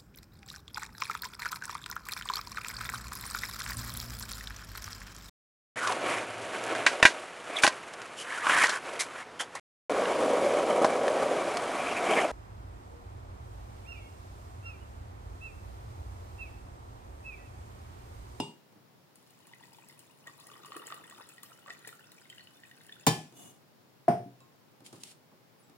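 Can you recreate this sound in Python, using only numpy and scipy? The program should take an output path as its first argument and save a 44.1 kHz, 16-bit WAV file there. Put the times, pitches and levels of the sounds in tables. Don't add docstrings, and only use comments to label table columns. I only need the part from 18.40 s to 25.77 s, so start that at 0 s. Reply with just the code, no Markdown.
import sys
import numpy as np
from scipy import signal
from scipy.fft import rfft, irfft, next_fast_len
from scipy.io import wavfile
from scipy.ndimage import uniform_filter1d

SR = 44100
rng = np.random.default_rng(int(sys.argv[2]) if len(sys.argv) > 2 else 0)


def wrap_up_sound(samples):
    columns = np.atleast_2d(samples).T
    tamed = np.clip(columns, -1, 1)
    steps = np.round(tamed * 32767).astype(np.int16)
    wavfile.write(sys.argv[1], SR, steps)


N = 325017


def from_db(db):
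    return 10 ** (np.asarray(db) / 20)


def rms_one(x):
    return x / np.sqrt(np.mean(x ** 2) + 1e-20)


def at_hz(points, hz):
    f, value = np.transpose(points)
    return np.interp(np.log(hz + 1e-3), np.log(f), value)


def add(out, s, sound):
    i = max(round(s * SR), 0)
    out[..., i:i + sound.shape[-1]] += sound[..., :N - i]


def clicks(rows):
    out = np.zeros(N)
    for s, db in rows:
        add(out, s, from_db([db]))
    return out


def decay(t60):
    return np.exp(-np.log(1000) * np.arange(SR) / SR / t60)


def stroke(s, length_s, attack_s, release_s):
    age = np.arange(N) / SR - s
    return np.clip(age / attack_s, 0, 1) * np.exp(-np.maximum(age - length_s, 0) / release_s)


def flutter(depth_db, rate):
    steps = np.arange(N) / SR * rate
    return from_db(depth_db * np.interp(steps, np.arange(N), rng.standard_normal(N)))


def resonator(hz, width):
    r = np.exp(-np.pi * width / SR)
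    poles = [1, -2 * r * np.cos(2 * np.pi * hz / SR), r * r]
    return [1, 0, -1], poles, (1 - r * r) / 2


def resonate(x, modes):
    out = 0
    for k, (hz, width, db) in enumerate(modes):
        zeros, poles, gain = resonator(hz, width)
        out = out + (-1) ** k * from_db(db) * gain * signal.lfilter(zeros, poles, x + 1e-18)
    return out


# (frequency [Hz], correlation)
LIKENESS = [(100, 0.975), (260, 0.92), (650, 0.7), (1100, 0.25), (4000, 0.0), (15000, 0.0)]


def noise(colour, size=N, likeness=LIKENESS):
    padded = next_fast_len(size)
    hz = np.arange(padded // 2 + 1) * SR / padded
    mid, side = rfft(rng.standard_normal((2, padded)))
    alike = np.clip(at_hz(likeness, hz), -1, 1)
    pair = np.sqrt(1 + alike) * mid + np.sqrt(1 - alike) * side * [[1], [-1]]
    return rms_one(irfft(pair * from_db(at_hz(colour, hz)), padded)[:, :size])


# (frequency [Hz], t60 [s])
ROOM_T60 = [(120, 0.41), (400, 0.4), (1000, 0.28), (4000, 0.41), (9000, 0.38), (15000, 0.27)]


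def dying(colour):
    hz, s, cells = signal.stft(noise(colour, size=SR), SR, nperseg=256)
    fade = from_db(-60 * s / at_hz(ROOM_T60, hz)[:, None])
    return signal.istft(cells * fade, SR)[1][:, :SR]


def place(x, lag_ms, pan_db, near_db, near_t60, wet_db):
    late = np.interp(np.arange(N) - round(lag_ms * SR / 1000), np.arange(N), x)
    direct = np.array([x, late]) * from_db([[pan_db / 2], [-pan_db / 2]])
    near = rng.standard_normal(SR) * [[1], [-1]]
    far = rng.standard_normal((2, SR))
    answer = from_db(near_db) * rms_one(near * decay(near_t60))
    answer += from_db(wet_db) * rms_one(far * decay(at_hz(ROOM_T60, 2000)))
    return direct + signal.fftconvolve(x[None], answer / np.sqrt(SR), axes=1)[:, :N]


def pour():
    vigour = flow()
    return (place(water(vigour), lag_ms=0.099, pan_db=1.5, near_db=-6, near_t60=0.015, wet_db=-4)
            + place(droplets(vigour), lag_ms=.11, pan_db=2.5, near_db=-6.5, near_t60=0.071, wet_db=-3.5))


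# (time [s], level [dB])
FLOW = [(0.75, -36), (1.15, -13.5), (1.45, -16), (1.78, -23.5), (2.1, -5.5), (2.45, -2), (2.75, -6.5),
        (2.98, -14), (3.18, -18), (3.33, -10.5), (3.65, -14), (4.15, -19.5), (4.64, -13.5)]
POUR_START_S, POUR_END_S = FLOW[0][0], FLOW[-1][0]
# (time [s], level [dB])
GULPS = [(1.877, -0.5), (2.367, 5), (2.525, -2), (2.8, -1.5), (3.11, -3), (3.289, 2.5), (3.475, 0)]
GULP_RISE_S, GULP_FALL_S = 0.026, 0.018


def flow():
    s, db = np.transpose(FLOW)
    vigour = from_db(np.interp(np.arange(N) / SR, s, db, left=-150, right=-150))
    for s, db in GULPS:
        vigour += from_db(db) * stroke(s - GULP_RISE_S, GULP_RISE_S, GULP_RISE_S, GULP_FALL_S)
    return vigour


BUBBLING_DB, BUBBLING_FOLLOWS = -56, 0.89
FIZZ_DB, FIZZ_FOLLOWS = -62, 0.54
GURGLE_DB, GURGLE_FOLLOWS = -59.5, 1.31
# (time [s], level [dB], pitch [Hz])
BUBBLES = [(1.135, -45, 2000), (1.236, -49.5, 1960), (1.385, -50, 890), (1.498, -51, 2050),
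           (1.873, -40, 1895), (2.116, -45, 1180), (2.247, -43, 1110), (2.32, -35.5, 1184),
           (2.351, -44, 1110), (2.367, -39, 1270), (2.419, -42, 1190), (2.503, -38.5, 1270),
           (2.523, -31.5, 1217), (2.724, -45, 1140), (2.778, -47.5, 1250), (2.801, -52, 1480),
           (2.981, -45, 1910), (3.034, -46.5, 1180), (3.261, -44.5, 1140), (3.283, -42.5, 1260),
           (3.304, -34.5, 1904), (3.449, -43, 1920), (3.472, -45, 1770), (3.528, -43.5, 1360),
           (3.9, -39, 3140), (3.927, -47, 2000), (3.982, -43.5, 2960), (3.995, -48, 1930),
           (4.007, -48, 4320), (4.072, -45, 2990), (4.235, -45.5, 1880), (4.313, -47, 1870),
           (4.494, -43, 1770), (4.524, -41.5, 3520)]


def water(vigour):
    large = BUBBLES + strays(count=14)
    bubbling = steady(mug_air(swarm(770, 2200, cycles=8.6, spread_db=15, count=900), column_db=-3.0))
    fizz = steady(mug_air(swarm(2397, 4410, cycles=25.5, spread_db=30, count=1500), column_db=-16))
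    gurgle = steady(swarm(317, 847, cycles=6.6, spread_db=12, count=800))
    out = from_db(BUBBLING_DB) * vigour ** BUBBLING_FOLLOWS * bubbling
    out += from_db(FIZZ_DB) * vigour ** FIZZ_FOLLOWS * fizz
    out += from_db(GURGLE_DB) * vigour ** GURGLE_FOLLOWS * gurgle
    for s, db, hz in large:
        add(out, s - .0005, from_db(db - 1.0) * swelling_tone(hz, cycles=hz * 0.014, rise=.05))
    kicks = clicks([row[:2] for row in large])
    return out + from_db(24.5) * resonate(kicks, AIR_MODES)


def swelling_tone(hz, cycles, rise):
    age = np.arange(int(2 * cycles * SR / hz)) * hz / SR / cycles
    swell = age * np.exp(-8 * age)
    return swell / swell.max() * np.sin(2 * np.pi * cycles * (age + rise * (age - .5) * age / 2))


def swarm(low_hz, high_hz, cycles, spread_db, count):
    out = np.zeros(N)
    for when, pitch, big, life in rng.random((count, 4)):
        hz = low_hz * (high_hz / low_hz) ** pitch
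        sound = swelling_tone(hz, cycles * (.5 + life), rise=0.13)
        s = POUR_START_S + when * (POUR_END_S - POUR_START_S)
        add(out, s, from_db(spread_db * big ** 2) * sound)
    return out


POOL_S, STRAY_DB, STRAY_LOW_HZ, STRAY_HIGH_HZ = 2.3, -54, 1520, 3330


def strays(count):
    when, pitch = rng.random((count, 2)).T
    s = POOL_S + (np.arange(count) + when) / count * (POUR_END_S - POOL_S)
    hz = STRAY_LOW_HZ * (STRAY_HIGH_HZ / STRAY_LOW_HZ) ** pitch
    return list(zip(s, np.full(count, STRAY_DB), hz))


def steady(x):
    return x / np.sqrt(np.abs(uniform_filter1d(x * x, SR // 8)) + np.mean(x * x) / 100)


# (time [s], pitch [Hz])
AIR_PITCH = [(1.3, 905), (2.4, 1247), (3.0, 1332), (4.2, 1540)]


def air_column(x, width_hz, size=128):
    out, state = np.zeros(N), np.zeros(2)
    starts = np.arange(0, N, size)
    for i, hz in zip(starts, np.interp(starts / SR, *np.transpose(AIR_PITCH))):
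        zeros, poles, gain = resonator(hz, width_hz)
        out[i:i + size], state = signal.lfilter(zeros, poles, x[i:i + size] + 1e-18, zi=state)
    return out * gain


# (frequency [Hz], width [Hz], level [dB])
AIR_MODES = [(1900, 148, -1.5), (2660, 970, -7), (2966, 180, 1), (3560, 180, -3), (4610, 930, -10.5)]


def mug_air(x, column_db):
    return from_db(column_db) * air_column(x, width_hz=153) - resonate(x, AIR_MODES)


SPRAY_DB, SPRAY_FOLLOWS = -64, 0.38
# (time [s], level [dB], pitch [Hz])
DROPS = [(0.7566, -42, 9660), (1.0706, -43.5, 10700), (1.4865, -40, 11200), (1.592, -37, 9350),
         (1.8712, -40, 6960), (1.9999, -40, 9900), (2.0694, -35.5, 9600), (2.2592, -37.5, 9440),
         (2.366, -31.5, 9750), (2.4695, -30.5, 7500), (2.5435, -35.5, 10900), (2.698, -39, 7700),
         (2.8897, -36, 8100), (3.032, -31, 12900), (3.475, -28, 8300), (3.7187, -39, 14800),
         (3.8997, -41, 7560), (4.466, -42, 10100)]
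# (frequency [Hz], width [Hz], level [dB])
SNAP = [(2800, 6900, -9), (7490, 2550, -3), (9700, 1420, -2), (14000, 2660, -3.5)]


def droplets(vigour):
    mist = steady(resonate(swarm(4240, 17600, cycles=14, spread_db=22.5, count=3000), SNAP))
    out = from_db(SPRAY_DB) * vigour ** SPRAY_FOLLOWS * flutter(depth_db=2.5, rate=45) * mist
    hits = clicks([row[:2] for row in DROPS]) + spatter(count=60)
    out += from_db(12.5) * resonate(splashed(hits), SNAP)
    for s, db, hz in DROPS:
        add(out, s, from_db(db - 4.0) * swelling_tone(hz, cycles=13, rise=0))
    return out


SPATTER_DB, SPATTER_RANGE_DB = -50.5, 6.5


def spatter(count):
    when, size = rng.random((count, 2)).T
    s = POUR_START_S + when * (POUR_END_S - POUR_START_S)
    return clicks(zip(s, SPATTER_DB + SPATTER_RANGE_DB * size ** 2))


SPLASH_DB, SPLASH_T60 = 3, 0.029


def splashed(hits):
    burst = rms_one(rng.standard_normal(SR) * decay(SPLASH_T60)) / np.sqrt(SR)
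    return hits + from_db(SPLASH_DB) * signal.oaconvolve(hits, burst[:SR // 10])[:N]


def ringing(modes):
    out, t = np.zeros((2, SR)), np.arange(SR) / SR
    for k, (hz, db, t60) in enumerate(modes):
        alike = np.clip(at_hz(LIKENESS, hz), -1, 1)
        apart = np.arccos(alike) * (1 if alike > .5 else rng.choice([-1, 1]))
        phase = np.array([[apart], [-apart]]) / 2
        out += (-1) ** k * from_db(db) * decay(t60) * np.sin(2 * np.pi * hz * t + phase)
    return out


def blow(contacts, modes, board, colour, ring_db, board_db, crack_db, crack_t60, tail_db, rise_s):
    out = np.zeros((2, N))
    onset = 1 - np.exp(-np.arange(SR) / SR / rise_s)
    for s, db in contacts:
        crack = from_db(crack_db) * noise(colour, size=SR) * decay(crack_t60)
        add(out, s, from_db(db) * onset * (crack + from_db(tail_db) * dying(colour)))
    body = from_db(ring_db) * ringing(modes) + from_db(board_db) * ringing(board)
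    hardest_s = max(contacts, key=lambda row: row[1])[0]
    add(out, hardest_s, onset * body)
    return out


# (time [s], level [dB])
BUMP = [(0.0005, 0.5)]
# (pitch [Hz], level [dB], t60 [s])
FULL_JUG = [(257.5, -43.5, 0.25), (339, -49, 0.35), (405, -42.5, 0.4), (887, -36, 0.22), (955, -43.5, 0.38),
            (2830, -35.5, 0.3), (3420, -52, 0.24), (3640, -47, 0.26), (4770, -49, 0.26), (5170, -37, 0.071),
            (8250, -51, 0.31)]
BOARD = [(122, -4, 0.19), (156.5, -0.5, 0.3), (273.3, 6.5, 0.079), (452.5, -5.5, 0.2), (1007, 5.5, 0.067)]
# (frequency [Hz], level [dB per Hz])
BUMP_COLOUR = [(41, -54), (70, -24), (145, -2.5), (412, -5.5), (541, -15), (913, -4.5), (1690, -33),
               (2910, -16), (3910, -24.5), (8280, -24.5), (16000, -48)]


def jug_bump():
    return blow(BUMP, FULL_JUG, BOARD, BUMP_COLOUR, ring_db=-0.5, board_db=-41,
                crack_db=-26, crack_t60=0.037, tail_db=-39.0, rise_s=0.00017)


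# (time [s], level [dB])
MUG_KNOCK = [(4.6658, -1.5), (4.6683, 1.5), (4.676, 1.5)]
# (pitch [Hz], level [dB], t60 [s])
MUG = [(758, -52.5, 0.27), (828, -19, 0.24), (974, -29, 0.19), (1004, -32.5, 0.18), (1736, -28.5, 0.33),
       (2246, -31.5, 0.13), (2402, -30.5, 0.3), (2466, -48, 0.65), (3050, -52, 0.21), (3120, -27.5, 0.29),
       (3630, -23.5, 0.16), (4074, -28, 0.19), (4500, -40, 0.36), (4530, -30, 0.24), (5080, -35.5, 0.29),
       (5030, -28, 0.25), (5150, -33.5, 0.3), (5462, -42, 0.41), (6020, -38, 0.47), (5940, -20.5, 0.13),
       (7040, -34, 0.19), (7060, -38, 0.07), (7260, -20.5, 0.11), (8200, -59, 0.24), (9700, -27, 0.16),
       (9500, -51, 0.42), (10100, -47, 0.48)]
# (frequency [Hz], level [dB per Hz])
MUG_COLOUR = [(29, -54), (50, -29), (138, -3), (439, -10.5), (532, -17), (842, -1.5), (905, -26),
              (1020, -6), (1330, -22.5), (1740, -21.5), (2010, -18.5), (3580, -21), (3850, -25.5),
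              (7210, -23), (16000, -33)]


def mug_knock():
    out = blow(MUG_KNOCK, MUG, BOARD, MUG_COLOUR, ring_db=-4, board_db=-21.5,
               crack_db=-19.5, crack_t60=0.056, tail_db=-30, rise_s=0.0008)
    glaze = noise([(1500, -1.5), (4000, -5), (7500, 0.5), (11000, -1.5), (16000, -1.0)], size=SR)
    add(out, MUG_KNOCK[0][0], from_db(-17.5) * glaze * decay(0.042))
    return out


# (time [s], level [dB])
JUG_DOWN = [(5.6808, 3.5), (5.6995, -13.5)]
# (pitch [Hz], level [dB], t60 [s])
JUG_ON_BOARD = [(352, -42, 0.64), (403, -26.5, 0.24), (590, -41, 0.25), (699, -13, 0.32), (800, -36, 0.23),
                (1450, -36, 0.2), (3338, -58, 0.32), (4731, -51.5, 0.34), (5360, -47.5, 0.38),
                (6000, -54, 0.44), (9500, -48, 0.38), (13400, -54, 0.36), (15286, -54, 0.26)]
BOARD_CENTRE = [(126.4, -3, 0.65), (157, -11.5, 0.14), (200, -5, 0.067), (252.5, 1.5, 0.29),
                (630, -4.5, 0.08)]
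# (frequency [Hz], level [dB per Hz])
JUG_COLOUR = [(29, -92), (50, -47), (108, -8.5), (252, -9.5), (291, -18.5), (398, -7.5), (507, -18.5),
              (694, -4.5), (973, -19), (2320, -32.5), (5020, -55), (5530, -44), (6710, -52.5),
              (9180, -45.5), (16000, -83)]
SETTLE_S = 5.857
SETTLE = [(192, -45, 0.15), (281, -44.5, 0.21), (375, -53, 0.16)]


def jug_landing():
    out = blow(JUG_DOWN, JUG_ON_BOARD, BOARD_CENTRE, JUG_COLOUR, ring_db=-4.0, board_db=-31.5,
               crack_db=-20.5, crack_t60=0.045, tail_db=-28.5, rise_s=0.00093)
    add(out, SETTLE_S, ringing(SETTLE))
    return out


SLIDE_S, SLIDE_LENGTH_S, SLIDE_ATTACK_S, SLIDE_RELEASE_S = 4.92, 0.17, 0.08, 0.042
# (frequency [Hz], level [dB per Hz])
RUB_COLOUR = [(1500, -6), (3200, -2), (4800, -8), (6800, 1), (10000, 3), (16000, -6)]
# (frequency [Hz], width [Hz], level [dB])
RUB_MODES = [(710, 16, 9), (1100, 32, -1), (2910, 11, 12), (3520, 27, 4.5), (6340, 30, 10.5),
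             (7200, 100, 0)]


def slide():
    push = stroke(SLIDE_S, SLIDE_LENGTH_S, SLIDE_ATTACK_S, SLIDE_RELEASE_S)
    wall = rms_one(resonate(rng.standard_normal((2, N)), RUB_MODES))
    rasp = from_db(-57) * noise(RUB_COLOUR) + from_db(-58) * wall
    rumble = from_db(-58) * noise(THUMP, likeness=ROOM_LIKENESS)
    return push * (rasp + rumble) * flutter(depth_db=2.0, rate=160)


LET_GO_S = 6.005
LET_GO = [(1070, -61.5, 0.46), (2620, -68, 0.25), (3870, -67, 0.23), (7300, -67, 0.28)]
# (time [s], length [s], level [dB])
PULLS = [(6.438, 0.038, -54), (6.519, 0.048, -61.5), (6.592, 0.028, -59), (6.636, 0.081, -55.5)]
PULL_ATTACK_S, PULL_RELEASE_S = 0.021, 0.028
# (frequency [Hz], level [dB per Hz])
DRAG_COLOUR = [(470, -30.5), (800, -6.5), (1290, -16), (2910, 0), (5110, -2), (6170, -1.5), (9570, -1),
               (16000, -21)]
# (time [s], click level [dB], thump level [dB])
TAPS = [(0.324, -66, -61.5), (0.359, -71, -59), (4.924, -58, -56), (6.004, -57.5, -61), (6.319, -69, -67),
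        (6.405, -60, -56), (6.463, -45, -62), (6.528, -48, -47.5), (6.635, -36, -61), (6.917, -89, -57.5),
        (7.297, -59, -61)]
# (frequency [Hz], level [dB per Hz])
THUMP = [(60, -9), (130, 1), (300, 5), (480, -5), (1200, -10), (4000, -36)]
# (time [s], pitch [Hz], level [dB])
SPOON = [(7.19, 9770, -68.5), (7.224, 7700, -72.5)]


def handling():
    out = np.zeros((2, N))
    add(out, LET_GO_S, ringing(LET_GO))
    drag = sum(from_db(db) * stroke(s, length_s, PULL_ATTACK_S, PULL_RELEASE_S) for s, length_s, db in PULLS)
    spoon = drag * noise(DRAG_COLOUR) * flutter(depth_db=2.0, rate=120)
    for s, click_db, thump_db in TAPS:
        add(spoon, s, from_db(click_db) * noise(DRAG_COLOUR, size=SR) * decay(0.027))
        add(out, s, from_db(thump_db) * noise(THUMP, size=SR) * decay(0.3))
    for s, hz, db in SPOON:
        add(spoon, s, from_db(db) * swelling_tone(hz, cycles=1100, rise=0))
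    return out + spoon * from_db([[-0.4], [0.4]])


# (frequency [Hz], level [dB per Hz])
ROOM_TONE = [(18, -70), (30, -40), (70, -51.5), (88, -9.5), (145, -4.5), (189, -8.5), (449, -12.5),
             (666, -15), (889, -15.5), (1190, -19), (1390, -20.5), (2900, -25.5), (6210, -28), (8080, -35),
             (16000, -29.5)]
# (frequency [Hz], correlation)
ROOM_LIKENESS = [(100, 0.373), (200, 0.21), (380, 0.45), (700, 0), (1300, 0.022)]


def quiet_room():
    return from_db(-61.5) * noise(ROOM_TONE, likeness=ROOM_LIKENESS)


def scene():
    return pour() + jug_bump() + mug_knock() + jug_landing() + slide() + handling() + quiet_room()


# (frequency [Hz], width [Hz])
PORT_DIPS = [(6150, 324), (12500, 660)]


def record(dry):
    dry = dry * from_db([[.5], [-.5]])
    for hz, width in PORT_DIPS:
        dry = signal.lfilter(*signal.iirnotch(hz, hz / width, fs=SR), dry)
    dry = signal.sosfilt(signal.butter(6, 100, "high", fs=SR, output="sos"), dry)
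    return signal.sosfilt(signal.ellip(10, .2, 80, 16000, fs=SR, output="sos"), dry)


dry = scene()
out = record(dry)
wrap_up_sound(out)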